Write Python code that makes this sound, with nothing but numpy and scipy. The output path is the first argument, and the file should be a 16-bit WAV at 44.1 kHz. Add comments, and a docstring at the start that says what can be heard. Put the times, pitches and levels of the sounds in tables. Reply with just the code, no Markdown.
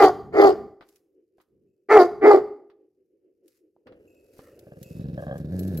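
"""A brick yard, close to a big chained dog: two hoarse double barks, each bark one gesture of push, pitch and jaw.
Noisy vocal folds ring the throat, and a noise tail from the walls answers. Paws pat and scuff the paving.
A fluttering grumble leads into a growl: bursts of slaps as slow throbs, brief snarls, then a steady low pulse train.
The chain is fine noise and ringing metal; behind lie a faint hum and a low rumble that swells mostly with the barks."""
import sys
import numpy as np
from scipy import signal
from scipy.fft import rfft, irfft, next_fast_len
from scipy.io import wavfile
from scipy.ndimage import uniform_filter1d, map_coordinates

SR = 44100
rng = np.random.default_rng(int(sys.argv[2]) if len(sys.argv) > 2 else 0)


def unload_audio(sound):
    """Save the sound as a 16-bit wav file, at the path given as the first command line argument."""
    columns = np.transpose(np.atleast_2d(sound))
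    # keep every value between -1 and 1, then stretch to whole-number steps
    steps = np.round(np.clip(columns, -1, 1) * 32767)
    wavfile.write(sys.argv[1], SR, steps.astype(np.int16))


N = 255780
T = np.arange(N) / SR  # seconds


def amp(db):
    """Decibels to gain."""
    return 10 ** (np.asarray(db) / 20)


def unit(x):
    """Scale to rms 1."""
    return x / np.sqrt(np.mean(x ** 2) + 1e-20)


def steady(x, size):
    """Scale to a running rms of 1, averaged twice over size samples."""
    power = uniform_filter1d(uniform_filter1d(x * x, size), size)
    return x / np.sqrt(np.abs(power) + 1e-12)


def along(points, hz):
    """Read (freq_hz, value) points on a log frequency axis."""
    f, v = np.transpose(points)
    return np.interp(np.log(hz + 1), np.log(f + 1), v)


def curves(rows):
    """One value per sample for each column after the time."""
    s, *cols = np.transpose(rows)
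    return [np.interp(T, s, c) for c in cols]


def wobble(rate):
    """A smooth random curve, rate knots a second."""
    return map_coordinates(rng.standard_normal(N // 8), [T * rate + 2], mode="wrap")


def swell(start, length, rise, fall):
    """Attack, hold and release, from 0 to 1 and back; all in seconds."""
    return np.clip((T - start) / rise, 0, 1) * np.clip((start + length - T) / fall, 0, 1)


def filtered(x, gain):
    """x times a gain that depends on frequency."""
    m = next_fast_len(N + SR // 2)
    return irfft(rfft(x, m) * gain(np.fft.rfftfreq(m, 1 / SR)), m)[..., :N]


def band(x, lo_hz, hi_hz, order=12):
    """Band-pass, steeper with higher order."""
    def gain(f):
        return 1 / np.sqrt((1 + (lo_hz / (f + 1)) ** order) * (1 + (f / hi_hz) ** order))

    return filtered(x, gain)


def coloured(x, spectrum):
    """x shaped by (freq_hz, level_db) points."""
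    return filtered(x, lambda f: amp(along(spectrum, f)))


def resonant(x, centre_hz, width_hz, boost):
    """Add one narrow ringing resonance to x."""
    return filtered(x, lambda f: 1 + boost * 1j * f * width_hz / (centre_hz ** 2 - f * f + 1j * f * width_hz))


def ring_of(spectrum, size=4096):
    """Causal impulse response with this spectrum, peak 1."""
    cepstrum = irfft(np.log(amp(along(spectrum, np.fft.rfftfreq(size, 1 / SR)))))
    # folding the cepstrum forward in time gives minimum phase
    cepstrum[1:size // 2] *= 2
    cepstrum[size // 2 + 1:] = 0
    h = irfft(np.exp(rfft(cepstrum)))
    return h / np.abs(h).max()


def through(x, h):
    """x convolved with an impulse response."""
    return signal.fftconvolve(x, h)[:N]


def noise(spectrum, width):
    """Stereo noise of rms 1; width is side over mid."""
    mid, side = coloured(rng.standard_normal((2, N)), spectrum)
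    return unit(np.array([mid + width * side, mid - width * side]))


def patchy(x, depth_db):
    """Turbulence: brief, narrow patches of the spectrum swell and fade."""
    z = signal.stft(x, nperseg=512)[2]
    field = rng.standard_normal(z.shape[1:])
    field = uniform_filter1d(field, size=4, axis=0)
    field = uniform_filter1d(field, size=7, axis=1)
    return signal.istft(z * amp(depth_db * unit(field)), nperseg=512)[1][:, :N]


def add(track, s, sound):
    """Mix a sound in at time s."""
    room = track[..., max(round(s * SR), 0):]
    room[..., :sound.shape[-1]] += sound[..., :room.shape[-1]]


# where the head is, by arrival at the two ears: (time_s, left_lag_samples)
HEAD_BEARING = [(0, -3), (.45, -15.5), (1.95, 3), (2.3, 9.5), (4.2, -11.5), (4.8, 12), (5.8, 5.5)]


def placed(x, share=1):
    """The nearer ear hears the dog a little earlier; share scales the lag."""
    lag = share * curves(HEAD_BEARING)[0] / 2
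    return np.array([map_coordinates(x, [np.arange(N) + side * lag], mode="nearest") for side in (-1, 1)])


# distant hum, density per Hz: (freq_hz, level_db)
HUM_SPECTRUM = [(88, -67.5), (150, -42), (230, -31.5), (284, -13.5), (370, -4), (409, -9), (525, -15.5),
                (588, -29.5), (959, -56.5), (3000, -52.5), (3900, -87), (6600, -120)]
HUM_DB, HUM_WAVER_DB = -69, 5  # middle level, size of its waver
# low rumble, density per Hz: (freq_hz, level_db)
RUMBLE_SPECTRUM = [(20, -31), (45, -10), (75, -1.5), (150, -2.5), (250, 1.5), (500, -35.5), (1000, -67)]
# low rumble that swells, mostly with the barks, and dies away: (start_s, length_s, level_db)
RUMBLE_SWELLS = [(0, .8, -46), (1.478, 0.36, -73), (1.908, .68, -51.5)]
RUMBLE_RISE_S, RUMBLE_FALL_S, RUMBLE_FLOOR_DB = 0.043, .18, -86


def outdoors():
    """A faint distant hum that wavers, and a low rumble that swells, mostly with the barks, and dies away."""
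    hum = amp(HUM_DB + HUM_WAVER_DB * wobble(15)) * noise(HUM_SPECTRUM, width=.25)
    swells = sum(amp(db) * swell(s, length, RUMBLE_RISE_S, RUMBLE_FALL_S) ** 2 for s, length, db in RUMBLE_SWELLS)
    return hum + (amp(RUMBLE_FLOOR_DB) + swells) * noise(RUMBLE_SPECTRUM, width=.25)


# how long the brick yard rings: (freq_hz, t60_s)
YARD_DECAY = [(100, 0.92), (400, 0.58), (1500, 0.49), (4500, 0.45), (12000, 0.53)]
ECHO_DB, NEAR_ECHO_DB = -18, -16.5  # the yard's answer to the barks; to the growl, paws and chain


def yard(x, width=0.1, delay=0.015):
    """Brick walls and paving send back a tail that builds over delay seconds and lasts longest in the bass."""
    hz, t, z = signal.stft(rng.standard_normal((2, SR)), SR, nperseg=256)
    decay = amp(-60 * t / along(YARD_DECAY, hz)[:, None])
    build = 1 - np.exp(-t / delay)
    mid, side = signal.istft(z * decay * build, SR, nperseg=256)[1]
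    ears = (mid + width * side, mid - width * side)
    return np.array([through(x, h / np.linalg.norm(h)) for h in ears])


# paws and chain knocking on the bricks: (start_s, peak_level_db, grit_db relative to the knock)
KNOCKS = [(0.809, -27, -13), (0.824, -39, -13), (1.383, -43.5, -17.5), (1.401, -45.5, -6.5),
          (2.7, -51.5, 0.5), (3.764, -45.5, -34), (3.87, -36, -5.5), (3.923, -37.5, -14), (4.372, -45, -13),
          (4.392, -29, -14.5)]
GRIT_T60_S = 0.1


def steps(thud_t60=0.025):
    """Each contact is a dull, short pat of noise with a longer scratch of grit."""
    thud, grit, t = np.zeros(N), np.zeros(N), np.arange(SR // 4) / SR
    for s, db, grit_db in KNOCKS:
        # the offsets turn a peak level into a noise level
        add(thud, s, amp(db - 11.5 - 60 * t / thud_t60))
        add(grit, s, amp(db + grit_db - 10.5 - 60 * t / GRIT_T60_S))
    pat = noise([(40, -3.5), (90, -14.5), (450, -2.5), (800, -4.5), (1600, -23.5), (4000, -76.5)], width=0.17)
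    scratch = noise([(400, -16.5), (1200, 3.0), (1900, -4.0), (2800, -11.0), (4600, -12), (7000, -37.5),
                     (15000, -33.5)], width=0.745)
    return thud * pat + grit * scratch


SCUFF_START_S, SCUFF_S, SCUFF_DB = 4.4, .17, -60.5


def scuff(grain_db=3, rise_s=0.065, fall_s=0.13):
    """A pad drags over gritty brick: narrow bands of noise with a grainy level."""
    grit = noise([(700, -41), (1350, -3.0), (1550, -30), (1800, -6), (2400, -26.0), (6000, -28)], width=.4)
    grains = unit(grit * amp(grain_db * wobble(240)))
    return swell(SCUFF_START_S, SCUFF_S, rise_s, fall_s) * amp(SCUFF_DB) * grains


def metal(modes, t):
    """Decaying modes, at new strengths for each strike and each ear."""
    out = 0
    for hz, db, t60 in modes:
        level_db = db + rng.normal(0, 0.76, (2, 1))
        mode_hz = hz * (1 + rng.normal(0, .003))
        phase = rng.normal(0, 0.53, (2, 1))
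        out = out + amp(level_db - 60 * t / t60) * np.sin(2 * np.pi * mode_hz * t + phase)
    return out


# chain links striking: (start_s, peak_level_db, ring_share 0-1)
LINK_STRIKES = [(.8884, -46.5, .1), (0.9594, -48, .1), (1.415, -57, 0.2), (3.48, -47.5, .1),
                (4.5919, -42.5, .1), (4.8294, -33.5, .15), (5.3805, -41, .1), (5.5927, -30.5, 0.4),
                (5.6327, -38, .2), (5.6782, -38, .3), (5.7743, -33.5, 1)]
# modes of one link: (freq_hz, level_db, t60_s)
LINK_MODES = [(4112, -9.5, 0.095), (7400, -15.5, 0.039), (11600, 6, 0.073), (12150, -2.5, 0.084),
              (15700, -7.5, .08)]
# the collar ring swinging, levels ahead of rub_db: (start_s, level_db)
COLLAR_CHIMES = [(1.67, -89), (4.074, -63), (4.509, -67), (4.71, -85), (4.838, -55.5)]
# modes of the collar ring: (freq_hz, level_db, t60_s)
COLLAR_MODES = [(2582, -2, 1), (2708, -4, .5), (6685, -10.5, 0.199), (7400, -11.5, 0.81), (11500, -13, .35),
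                (12350, -12.5, .35)]
# links rattling over brick, density per Hz: (freq_hz, level_db)
RATTLE_SPECTRUM = [(700, -14), (1400, -0.5), (2600, 1), (3200, -5), (5000, 3.5), (9000, -2.5), (12000, 4.5),
                   (15500, -7.5)]
# the chain slides over the bricks: (start_s, length_s, level_db)
CHAIN_SLIDES = [(0.826, 0.19, -73), (1.36, 0.099, -81.5), (3.431, 0.19, -76), (4.31, .16, -68),
                (4.769, .27, -67), (5.161, .12, -67), (5.317, .12, -68), (5.501, .4, -63)]
SLIDE_RISE_S, SLIDE_FALL_S = 0.065, .05
# between slides the chain rustles more once the dog walks
WALK_START_S, WALK_RISE_S, WALK_DB, STILL_DB = 3.9, 0.41, -75.5, -98


def chain(tick_t60=0.04, grain_db=3.0, rub_db=4):
    """Links slide over brick in a fine rattle, some strike and ring, and the collar ring chimes unevenly as it rubs."""
    out, t = np.zeros((2, N)), np.arange(SR // 2) / SR
    for s, db, ring in LINK_STRIKES:
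        tick = rng.standard_normal((2, len(t))) * amp(-60 * t / tick_t60)
        add(out, s, amp(db - 8) * (ring * metal(LINK_MODES, t) + tick))
    for s, db in COLLAR_CHIMES:
        rub = 1 + .8 * wobble(170)[:len(t)]
        soft_start = 1 - np.exp(-t / 0.0039)
        add(out, s, amp(db - rub_db) * metal(COLLAR_MODES, t) * rub * soft_start)
    pull = amp(STILL_DB) + amp(WALK_DB) * np.clip((T - WALK_START_S) / WALK_RISE_S, 0, 1)
    pull = pull + sum(amp(db) * swell(s, length, SLIDE_RISE_S, SLIDE_FALL_S) for s, length, db in CHAIN_SLIDES)
    rattle = unit(patchy(noise(RATTLE_SPECTRUM, width=0.53), depth_db=-0.5) * amp(grain_db * wobble(350)))
    return band(out, 2200, 17000, order=6) + pull * rattle


# hiss under the growl, density per Hz: (freq_hz, level_db)
TEETH_SPECTRUM = [(2500, -3.5), (3300, -8), (3800, 6.5), (4400, -12), (5200, 0.5), (6500, -14),
                  (12000, -14.5)]


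def teeth(db=-73, grain_db=5.5):
    """A soft, grainy hiss joins the growl once it is under way."""
    joining = np.interp(T, [4.9, 5.0], [0, 1])
    return joining * amp(db + grain_db * wobble(120)) * noise(TEETH_SPECTRUM, width=.6)


# effort of the soft lead-in to the growl: (time_s, level_db)
GRUMBLE_EFFORT = [(3.87, -48), (3.99, -56.5), (4.23, -63), (4.42, -54), (4.85, -52.5), (5.02, -48.5)]
# colour of the grumble, density per Hz: (freq_hz, level_db)
GRUMBLE_SPECTRUM = [(26, -55), (45, -9), (81, -2), (195, -10), (292, 1), (355, 2.5), (398, 0.5), (517, 4),
                    (776, -21), (1190, -36), (1350, -26), (1510, -23.5), (2200, -32), (2860, -24.5),
                    (4840, -120)]


def grumble(flutter_hz=21, depth=0.22, rise_s=0.013):
    """The throat flutters softly before the growl takes hold, and goes on underneath it."""
    flutter = 1 + depth * np.sin(2 * np.pi * flutter_hz * T + wobble(2.2))
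    onset = np.clip(1 + (T - GRUMBLE_EFFORT[0][0]) / rise_s, 0, 1)
    breath = steady(noise(GRUMBLE_SPECTRUM, width=0.085)[0], size=2000)
    return onset * amp(curves(GRUMBLE_EFFORT)[0]) * flutter * breath


def muffled(x):
    """The closed muzzle lets hardly any treble out."""
    return band(x, 20, 2500)


# first throb, settled spacing, extra spacing at first, time in which that is taken up
THROB_START_S, THROB_GAP_S, THROB_SLACK_S, THROB_SETTLE_S = 4.67, .0447, .0053, .11
GROWL_START_S, GROWL_RISE_S, GROWL_DB = 5.43, 0.11, -28.5  # the steady growl


def throb_times():
    """The throbs quicken a little, then keep their pace until the steady growl takes over."""
    times = [THROB_START_S]
    while times[-1] < GROWL_START_S:
        slack = THROB_SLACK_S * np.exp(-(times[-1] - THROB_START_S) / THROB_SETTLE_S)
        times.append(times[-1] + THROB_GAP_S + slack)
    return times


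# effort of the throbs: (time_s, peak_level_db)
THROB_PEAKS = [(4.67, -36), (4.87, -33.5), (4.97, -22), (5.45, -22.5)]
# the lips lift into a snarl: (start_s, length_s, level_db relative to the throbs)
SNARL_LIPS = [(4.612, 0.19, -7.5), (5.162, 0.151, -4.5), (5.277, 0.13, -4)]
LIP_RISE_S, LIP_FALL_S, LIPS_SHUT_DB = 0.022, 0.061, -23.5  # lifting, dropping; what leaks out when shut
# ring of the chest behind a closed mouth: (freq_hz, level_db)
CHEST_RING = [(25, -41.5), (55, -7), (85, -2), (150, 6), (220, -1.5), (300, -9), (470, -22.5), (650, -23),
              (900, -63), (1250, -56.5), (1700, -31), (2200, -70), (4500, -14.5), (9000, -85)]
# ring of the mouth with the lips raised: (freq_hz, level_db)
SNARL_RING = [(200, -32), (430, -17), (560, 8.5), (760, -5.5), (920, -24), (1190, -13.5), (1400, -32),
              (1630, -6), (2050, -38.5), (2900, -50), (3210, -22), (3600, -59), (6000, -72), (12000, -70.5)]


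def throbs(slap_gap=.0142, fade_db=5, weak_fade_db=18, uneven_db=0.9, surge_db=2.5, count=3):
    """The slack folds flap in short bursts of fading slaps; raised lips let the mouth resonances out."""
    closed, lips = np.zeros(N), np.zeros(N)
    chest, snarl = ring_of(CHEST_RING), ring_of(SNARL_RING)
    t = np.arange(SR // 30) / SR
    for s in throb_times():
        db = np.interp(s, *np.transpose(THROB_PEAKS))
        fade = np.interp(db, [-30, -24], [weak_fade_db, fade_db])  # a weak throb fades faster
        start = s + rng.normal(0, 0.00061)
        db = db + rng.normal(0, surge_db)
        for k in range(count):
            at = start + k * slap_gap + rng.normal(0, 0.0011)
            level_db = db - fade * k * k / 2 + rng.normal(0, uneven_db)
            # one click, then a little fading noise
            spray = .05 * rng.standard_normal(len(t)) * amp(-60 * t / .05)
            spray[0] = 1
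            add(closed, at, amp(level_db) * chest)
            add(lips, at, amp(level_db) * spray)
    curls = sum(amp(db) * swell(s, length, LIP_RISE_S, LIP_FALL_S) for s, length, db in SNARL_LIPS)
    opening = amp(LIPS_SHUT_DB) + curls
    return muffled(closed * np.clip(1 - .5 * opening, 0, 1)) + through(opening * lips, snarl)


# pulse rate of the steady growl: (time_s, pitch_hz)
STEADY_PITCH = [(5.444, 73.14), (5.495, 75.57), (5.525, 90.9), (5.62, 89.24), (5.695, 96.7), (5.77, 76.4)]


def growl(size_db=2.0, rasp_db=-13):
    """The flapping locks into a slightly uneven pulse train through the closed mouth, with a rasp on each pulse."""
    cycles = np.cumsum(curves(STEADY_PITCH)[0] * (1 + .035 * wobble(90))) / SR
    pulses = np.diff(np.floor(cycles), prepend=0) * amp(size_db * wobble(90))
    hum = steady(muffled(through(pulses, ring_of(CHEST_RING))), size=1800)
    bursts = rng.standard_normal(N) * np.exp(-2 * (cycles % 1))
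    rasp = coloured(bursts, [(150, -11.5), (330, 4.0), (650, -11), (950, -30.0), (1750, -31.0), (2300, -38.0),
                             (5000, -59.0), (9000, -53.5)])
    level = amp(GROWL_DB) * np.clip((T - GROWL_START_S) / GROWL_RISE_S, 0, 1)
    return level * (hum + amp(rasp_db) * unit(rasp))


# barks; jaw ring, wide-mouth ring and hiss are relative to the voice:
# (crest_s, before_crest_s, after_crest_s, level_db, crest_pitch_hz, pitch_sag_s, roughness 0-1,
#  jaw_ring_db, wide_mouth_ring_db, hiss_db)
BARK_GESTURES = [(0.013, 0.24, .11, -12, 398.3, .065, .35, 1.5, -15.5, -21),
                 (0.419, .1, 0.13, -10.5, 400, .1, .35, -5.5, -18, -28),
                 (1.923, 0.037, 0.16, -11, 451.1, .055, .3, -2, -9, -25),
                 (2.261, .052, 0.16, -10.5, 418.4, .1, 0.4, -8, -13.5, -32.5)]
ONSET_POWER, RELEASE_S = 1.4, 0.075  # curve of a bark's rise and fade; length of its fade
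REST_HZ = 353  # the pitch starts from here and sags back towards it
CLEARING_PER_S = 6.5  # the voice is roughest at the onset and clears at this rate
JAW_LAG_S, JAW_OPEN_S = .035, 0.071  # the jaw is lowest just after the crest, and stays open about this long
JAW_SHUT_DB, HISS_SHUT_DB = 7, 4  # what a shut jaw takes off its ring and off the hiss
NARROWING_DB_PER_S, NARROWED_DB = 172.5, 17  # lips narrowing; the most this takes off the upper ring


def bark_controls():
    """Push and pitch rise to a crest, the jaw drops and shuts, the lips narrow, the pitch sags."""
    rows = np.array(BARK_GESTURES)
    nearest = np.argmin(np.abs(T[:, None] - rows[:, 0]), axis=1)
    crest, before, after, db, crest_hz, sag_s, rough, jaw_db, wide_db, hiss_db = rows[nearest].T
    t = T - crest
    level = amp(db) * swell(crest - before, before + after, before, RELEASE_S) ** ONSET_POWER
    bend_s = np.where(t < 0, .7 * before, sag_s)
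    pitch = REST_HZ + (crest_hz - REST_HZ) * np.exp(-(t / bend_s) ** 2)
    shut = 1 - np.exp(-((t - JAW_LAG_S) / JAW_OPEN_S) ** 2)
    narrowed_db = np.clip(NARROWING_DB_PER_S * t, -3, NARROWED_DB)
    return (level, pitch, rough * np.exp(-CLEARING_PER_S * t),
            jaw_db - JAW_SHUT_DB * shut, wide_db - narrowed_db, hiss_db - HISS_SHUT_DB * shut)


# ring of the throat, density per Hz: (freq_hz, level_db)
THROAT_RING = [(150, -40.5), (240, -24.5), (305, -6.5), (420, -6.5), (500, -12.5), (580, -16), (750, -12),
               (930, -24.5), (1180, -24), (1380, -23.5), (1580, -34), (1750, -27), (2120, -25.5),
               (2700, -44.5)]
# air rushing past the teeth, density per Hz: (freq_hz, level_db)
BREATH_HISS = [(2200, -21.5), (2750, -1.5), (3400, -0.5), (3900, -2), (4650, 0), (5600, -5.5), (7400, -8),
               (8900, -19.5), (10500, -14), (12200, -14), (14000, -16), (15800, -21)]
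BOOM_HZ, BOOM_WIDTH_HZ = 421.2, 18  # the one note on which the barks boom


def barks(half=0.3, push_db=-33, flutter_db=2.62, wander=.015, count=8):
    """Unsteady vocal folds and puffs of turbulent air ring the throat; the opening mouth adds the upper resonances."""
    level, pitch, rough, jaw_db, wide_db, hiss_db = bark_controls()
    rough = np.clip(rough, .05, .6)
    pitch = pitch * (1 + wander * wobble(50))
    phase = 2 * np.pi * np.cumsum(pitch * (1 + (.01 + .045 * rough) * wobble(260))) / SR
    harmonics = sum(np.cos(k * phase + k * k) for k in range(1, count + 1))
    # alternate cycles differ in strength, which puts weak lines between the harmonics
    folds = harmonics * (1 + half * wobble(30) * np.cos(phase / 2))
    gate = 1 + .6 * np.cos(phase)  # air escapes once per cycle
    shimmer = amp(3.2 * wobble(300))
    throat = ring_of(THROAT_RING)
    folds = through(folds * shimmer, throat)
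    puffs = through(rng.standard_normal(N) * gate, throat)

    def register(lo_hz, hi_hz, share):
        """One band of the voice; share is the part of its power that is turbulent air."""
        tone = steady(band(folds, lo_hz, hi_hz), size=900)
        breath = unit(band(puffs, lo_hz, hi_hz))
        return np.sqrt(1 - share) * tone + np.sqrt(share) * breath

    low = resonant(register(250, 600, .08 + 1.2 * rough), BOOM_HZ, BOOM_WIDTH_HZ, boost=2.4)
    low = steady(low, size=500) * amp(flutter_db * wobble(80))
    jaw = steady(register(620, 1300, .9 * rough), size=500)
    wide = steady(register(1300, 2600, .1 + rough), size=500)
    upper = amp(jaw_db + flutter_db * wobble(80)) * jaw + amp(wide_db) * wide
    rasp = gate * amp(2.5 * wobble(230))
    air = patchy(resonant(noise(BREATH_HISS, width=.75), 4650, 350, boost=1.3), depth_db=4.2)
    hiss = amp(hiss_db) * unit(air * rasp)
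    # low push of air leaving the open jaw
    push = amp(push_db + .5 * jaw_db) * band(noise(RUMBLE_SPECTRUM, width=.25), 55, 600, order=6)
    return level * (placed(low, share=1.0) + placed(upper, share=0.54) + hiss + push)


def scene():
    """The dog is close; its barks carry into the yard, which booms on one note."""
    voice = barks()
    low = placed(grumble() + throbs() + growl())
    small = steps() + scuff() + chain()
    echo = amp(ECHO_DB) * yard(resonant(voice[0], BOOM_HZ, BOOM_WIDTH_HZ, boost=.5))
    near_echo = amp(NEAR_ECHO_DB) * yard(low[0] + small[0])
    return voice + low + teeth() + small + echo + near_echo + outdoors()


LOW_CUT_HZ = 21  # the microphone loses the deepest bass
TOP_HZ = 15900  # nothing is kept from here up


def record(dry):
    """The loudest peaks are rounded off, then the deepest bass is thinned and the top cut sharply."""
    rounded = dry / (1 + np.abs(dry) ** 12) ** (1 / 12)
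    return filtered(rounded, lambda hz: (hz < TOP_HZ) * hz / np.hypot(hz, LOW_CUT_HZ))


dry = scene()
out = record(dry)
unload_audio(out)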